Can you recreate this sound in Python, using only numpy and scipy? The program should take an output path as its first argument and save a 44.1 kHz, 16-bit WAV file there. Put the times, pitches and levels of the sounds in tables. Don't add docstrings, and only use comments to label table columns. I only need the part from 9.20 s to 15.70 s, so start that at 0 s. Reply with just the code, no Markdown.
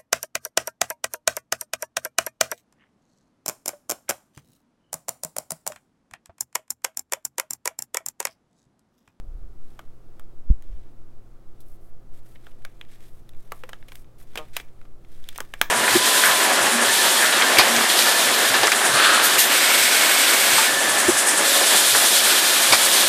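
import sys
import numpy as np
from scipy import signal
from scipy.fft import rfft, irfft
from scipy.io import wavfile

SR = 44100
rng = np.random.default_rng(int(sys.argv[2]) if len(sys.argv) > 2 else 0)


def unload_wav(signal):
    wavfile.write(
        sys.argv[1],
        SR,
        np.round(np.clip(np.atleast_2d(signal).T, -1, 1) * 32767).astype(np.int16),
    )


N = 286650
TIME = np.arange(N) / SR

# frequency in Hz, relative level in dB.
AIR_COLOUR = [(5, 47), (20, 25), (45, 9.5), (100, 2), (330, -1.5), (700, -9), (1000, -14.5), (1250, -12.5),
              (1700, -21.5), (3000, -27), (7000, -30.5), (15000, -33.5)]
# frequency in Hz, level in dB.
HUM_TONES = [(59, -62.5), (119.8, -59), (240, -74), (338, -68), (398, -74), (522, -76), (700, -76.5)]
# middle in seconds, length to either side in seconds, level in dB.
RUMBLE_SWELLS = [(0.134, 0.14, -32.5), (1.545, 0.06, -35.5)]

THUMP_S = 1.3035

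# frequency in Hz, gain in dB.
CLOTH_COLOUR = [(1400, 5), (1800, 6), (2300, 4.5), (2800, 2), (3500, 3.5), (4500, -3), (5500, -1),
                (7500, -0.5), (9500, -0.5), (12500, 4), (15500, -3.5)]
# lowest Hz, highest Hz.
RUB_RANGES = [(1400, 4500), (4500, 9000), (9000, 16500)]
# start in seconds, length in seconds,
# level in dB before the overall cloth level, brightness in dB of hiss over rub.
FINGER_STROKES = [(0.393, 0.19, -74, -4), (1.375, .36, -76.5, -12), (2.447, .13, -71, 12.5),
                  (2.599, .11, -77, 16), (2.917, .095, -68, 0), (3.018, 0.16, -68.5, 3),
                  (3.19, .16, -69.5, -5), (3.676, 0.11, -63.5, -7), (3.782, 0.12, -63, -3.5),
                  (3.867, .17, -71.5, 4), (4.137, 0.16, -71.5, 3), (4.312, 0.13, -68, 6),
                  (4.691, .15, -65, 6), (4.98, 0.066, -61, 3), (5.098, 0.21, -65.5, -10),
                  (5.328, 0.095, -52.5, -9.5), (5.867, 0.19, -66.5, -4), (6.024, 0.25, -62, -10)]
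SCRAPE_DB = -2

PULL_DB, PULL_SHARE = -58, 0.35
PULL_RISE_S, PULL_FALL_S = 0.11, 0.098
PULL_BRIGHT_DB = -4.5

# start in seconds, level in dB, ring in Hz,
# slip in milliseconds, fizz in dB over the level.
BAND_SNAPS = [(0.5922, -45, 1280, 3, -7), (0.9963, -54, 1230, 1.7, 0.5), (1.4234, -63, 1730, 1.3, 5.5),
              (2.404, -67, 4220, 12, 14.5), (3.157, -54.5, 1930, 4.1, -21), (3.2676, -50.5, 1400, 3.4, -12),
              (3.4503, -40, 1600, 1.86, -5.5), (3.613, -41, 2500, 1.4, -16), (4.092, -57, 3070, 1.3, 2),
              (4.3205, -37, 1090, 2.14, -3), (4.4367, -41.5, 1500, 2.3, -12),
              (4.4918, -45.5, 1460, 3.9, -0.5), (4.532, -39.5, 1600, 1.9, -13),
              (4.6269, -54, 1670, 1.5, -34), (4.6843, -50.5, 2420, 6.3, -2), (4.72, -45.5, 1950, 2.4, -7),
              (4.7553, -50, 2280, 2, 4.5), (5.1559, -35.5, 1770, 3.4, -5), (5.1745, -30.5, 2670, 8.3, -6.5),
              (5.3664, -27.5, 2380, 3.1, -0.5), (5.3997, -41, 1950, 2.8, -9), (5.615, -58, 1380, .9, -9),
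              (5.653, -62, 1480, 3.9, -8), (5.8478, -60, 1930, 2.3, -11), (6.0414, -55, 3520, 0.82, -3),
              (6.0887, -39.5, 3250, 1.6, 1), (6.159, -44, 2420, 4.4, -1.5), (6.179, -57.5, 6000, 0.77, 24),
              (6.1853, -41, 910, 1.3, -12), (6.2043, -34, 1360, 2.3, 1), (6.3383, -34, 1680, 1.53, -9),
              (6.4144, -14, 1680, 1.07, -3)]
# lowest Hz, highest Hz.
SNAP_RANGES = [(300, 900), (900, 2200), (2200, 5000), (5000, 16000)]
USUAL_RING_HZ, USUAL_SLIP_MS = 1700, 2
# body, knock and crack, each in dB over its level.
USUAL_MIX_DB = [-5.5, 1.4, 0.5]
# change of body, knock and crack, each in dB per octave of ring.
TAUT_CHANGE_DB = [-10.5, -8.5, 5]
PUSH_DB_PER_DOUBLING = 5
# frequency in Hz, gain in dB.
BUNDLE_COLOUR = [(330, -4.5), (500, -1), (800, 0.5), (1200, 2.5), (1700, 3.5), (2200, 1), (2700, -1.5),
                 (3200, 0.5), (3900, -1.5), (4500, -5), (5100, -1), (8000, 4.5), (10500, 4.5), (12500, 5.5),
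                 (15000, 2)]
# start in seconds, settled pitch in Hz, level in dB,
# ring time in seconds, buzz from 0 to 1.
BAND_TWANGS = [(4.436, 503, -41.5, 0.015, 0.2), (5.186, 153.3, -37.5, 0.04, 0.71)]
# frequency in Hz, gain in dB.
TWANG_RADIATION = [(150, -9.5), (310, -9), (470, 3), (620, 6), (900, 2), (1280, 6.5), (1600, -10.5),
                   (3000, 3), (6000, -22)]

# frequency in Hz, relative level in dB.
WALL_COLOUR = [(200, 11), (600, 3.5), (1000, 4.5), (1550, 0.5), (2400, 2.5), (3800, -4), (6000, -1),
               (10000, -5), (15000, 2.5)]
TOP_HZ = 16000


def undb(db):
    return 10 ** (np.asarray(db) / 20)


def unit(x):
    return x / np.sqrt(np.mean(x ** 2))


def band(x, lo_hz, hi_hz, order=2):
    edges = [lo_hz, min(hi_hz, SR / 2 - 100)]
    return signal.sosfilt(signal.butter(order, edges, "band", fs=SR, output="sos"), x)


def gain_at(hz, points):
    f, db = np.transpose(points)
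    return undb(np.interp(np.log(np.maximum(hz, 1)), np.log(f), db))


def colour(x, points):
    gain = gain_at(np.fft.rfftfreq(len(x), 1 / SR), points)
    return irfft(rfft(x) * gain, len(x))


def causal(gain):
    cepstrum = irfft(np.log(gain))
    half = len(cepstrum) // 2
    cepstrum[1:half] *= 2
    cepstrum[half + 1:] = 0
    return np.exp(rfft(cepstrum))


def add(out, s, x):
    i = int(s * SR)
    out[i:i + len(x)] += x[:N - i]


def background(air_db=-41, rumble_top_hz=48):
    air = undb(air_db) * colour(rng.standard_normal(N), AIR_COLOUR)
    hum = np.zeros(N)
    for hz, db in HUM_TONES:
        hum += undb(db) * np.sqrt(2) * np.sin(2 * np.pi * (hz * TIME + rng.random()))
    swell = np.zeros(N)
    for middle, length, db in RUMBLE_SWELLS:
        swell += undb(db) * np.exp(-((TIME - middle) / length) ** 2)
    rumble = swell * unit(band(rng.standard_normal(N), 12.3, rumble_top_hz, order=3))
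    return air + hum + rumble


def thump(rise_s=0.02, ring_hz=48, ring_s=0.012, level_db=-7, hold_s=0.0082, land_s=0.00091,
          release_s=0.0015, push_db=-8, bump_db=-18, tick_db=-49):
    t = TIME - THUMP_S
    crest = t - hold_s / 2
    rise = np.exp(-abs(crest) / rise_s)
    swing = np.exp(-abs(crest) / ring_s) * np.cos(2 * np.pi * ring_hz * crest)
    swell = np.where(crest < 0, rise, swing)
    swell = signal.sosfiltfilt(signal.butter(2, 120, fs=SR, output="sos"), swell)
    push = (np.tanh(t / land_s) - np.tanh((t - hold_s) / release_s)) / 2
    contact = np.exp(-((t - land_s) / (2 * land_s)) ** 2)
    tick_colour = [(500, -20), (3000, -13), (6000, -12), (15000, -27)]  # (Hz, dB)
    tick = contact * unit(colour(rng.standard_normal(N), tick_colour))
    return undb(level_db) * swell + undb(push_db) * push + undb(bump_db) * contact + undb(tick_db) * tick


def touch(bright_db):
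    return undb([-bright_db / 2, SCRAPE_DB, bright_db / 2])[:, None]


def strokes(arch=0.63):
    pressure = np.zeros((len(RUB_RANGES), N))
    for start, length, level_db, bright_db in FINGER_STROKES:
        progress = np.clip((TIME - start) / length, 0, 1)
        pressure += undb(level_db) * touch(bright_db) * abs(np.sin(np.pi * progress)) ** arch
    return pressure


def pulls():
    power = np.zeros(N)
    for s, level_db, *_ in BAND_SNAPS:
        away = np.maximum((s - TIME) / PULL_RISE_S, (TIME - s) / PULL_FALL_S)
        pressure = undb(PULL_DB + PULL_SHARE * level_db) * np.exp(-np.minimum(away, 20))
        power += pressure ** 2
    return np.sqrt(power) * touch(PULL_BRIGHT_DB)


def cloth(grain_db=2, drag_db=1.9, wander_db=0.73, level_db=-1):
    grains = grain_db * np.repeat(rng.standard_normal(N // 60 + 1), 60)[:N]
    drag = drag_db * unit(band(rng.standard_normal(N), 20, 69))
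    friction = unit(undb(grains + drag))
    rustle = colour(friction * rng.standard_normal(N), CLOTH_COLOUR)
    slow_noise = unit(band(rng.standard_normal((len(RUB_RANGES), N)), 7.5, 12))
    wander = undb(wander_db * slow_noise)
    textures = wander * [unit(band(rustle, lo, hi, order=4)) for lo, hi in RUB_RANGES]
    pressure = np.hypot(strokes(), pulls())
    return undb(level_db) * np.sum(pressure * textures, axis=0)


def fidgets(level_db=-66, spread_db=3, count=20):
    out = np.zeros(N)
    for when, pitch, length, size in rng.random((count, 4)):
        s = 2.9 + 3.5 * when
        ring_hz, slip_ms = 1200 * 2 ** pitch, 1 + 2 * length
        tick_db = level_db + spread_db * (2 * size - 1)
        add(out, s, snap(ring_hz, slip_ms, balance(tick_db, ring_hz, slip_ms, fizz_db=-6.5)))
    return out


def twangs(tension=0.029, settle_s=.011, damping_hz=2200):
    out, t = np.zeros(N), TIME[:SR // 4]
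    for s, hz, db, ring_s, buzz in BAND_TWANGS:
        k = np.arange(1, int(6000 / hz))[:, None]
        pitch_hz = hz * (1 + tension * np.exp(-t / settle_s))
        phase = 2 * np.pi * np.cumsum(pitch_hz) / SR
        damping = 1 + (k * hz / damping_hz) ** 4
        fade = np.exp(-(t / ring_s * damping) ** 2)
        size = gain_at(k * hz, TWANG_RADIATION) * k ** (2 * (buzz - 1.))
        scatter = .8 * rng.standard_normal(k.shape)
        x = np.sum(size * fade * np.cos(k * phase + scatter), axis=0)
        add(out, s, x * undb(db) / np.sqrt(np.sum(size ** 2) / 2))
    return out


def balance(level_db, ring_hz, slip_ms, fizz_db):
    octaves = np.log2(ring_hz / USUAL_RING_HZ)
    db = level_db + np.array(USUAL_MIX_DB) + np.array(TAUT_CHANGE_DB) * octaves
    db[0] += PUSH_DB_PER_DOUBLING * np.log2(slip_ms / USUAL_SLIP_MS)
    return np.append(db, level_db + fizz_db)


def snap(ring_hz, slip_ms, levels_db, scrape=0.38, ring=0.099, cycles=1.45, low_hz=300):
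    t = TIME[:2048]
    hz = np.maximum(np.fft.rfftfreq(len(t), 1 / SR), 1)
    force = scrape * rng.standard_normal(len(t)) * np.exp(-1000 * t / slip_ms)
    force[0] += 1
    body = np.exp(-t * ring_hz / cycles) * np.cos(2 * np.pi * ring_hz * t)
    radiation = gain_at(hz, BUNDLE_COLOUR) / np.sqrt(1 + (low_hz / hz) ** 6)
    ringing = 1 + ring * ring_hz / 2000 * rfft(body)
    spectrum = rfft(force) * ringing * causal(radiation + 0.0015)
    centres = np.sqrt(np.prod(SNAP_RANGES, axis=1))
    for _ in range(2):
        power = []
        for lo, hi in SNAP_RANGES:
            inside = (hz > lo) & (hz < hi)
            power.append(2 * np.sum(abs(spectrum[inside]) ** 2) / (len(t) * .005 * SR))
        change_db = levels_db - 10 * np.log10(power)
        spectrum = spectrum * causal(gain_at(hz, np.c_[centres, change_db]))
    return irfft(spectrum)


def snaps():
    out = np.zeros(N)
    for s, level_db, ring_hz, slip_ms, fizz_db in BAND_SNAPS:
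        add(out, s, snap(ring_hz, slip_ms, balance(level_db, ring_hz, slip_ms, fizz_db)))
    return out


def room(sides, t60_s=0.19, wet_db=-15, early_s=0.0075, early_db=-18, gap_s=0.0044):
    t, out = TIME[:SR // 3], np.zeros(N)
    for x in sides:
        early = colour(rng.standard_normal(len(t)), WALL_COLOUR) * np.exp(-t / early_s)
        late = colour(rng.standard_normal(len(t)), WALL_COLOUR) * np.exp(-np.log(1000) * t / t60_s)
        response = undb(early_db) * unit(early) + undb(wet_db) * unit(late)
        response = response / np.sqrt(len(t) * len(sides))
        add(out, gap_s, signal.oaconvolve(x, response)[:N])
    return out


def scene():
    handling = twangs() + cloth() + fidgets()
    sides = [snaps() + handling for _ in range(2)]
    mix = snaps() + handling + room(sides) + thump() + background()
    return mix[None]


def record(dry):
    x = signal.sosfilt(signal.butter(1, 2.5, "high", fs=SR, output="sos"), dry)
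    x = x / (1 + (x / .83) ** 8) ** (1 / 8)
    return signal.sosfilt(signal.ellip(8, .2, 70, TOP_HZ, fs=SR, output="sos"), x)


dry = scene()
out = record(dry)
unload_wav(out)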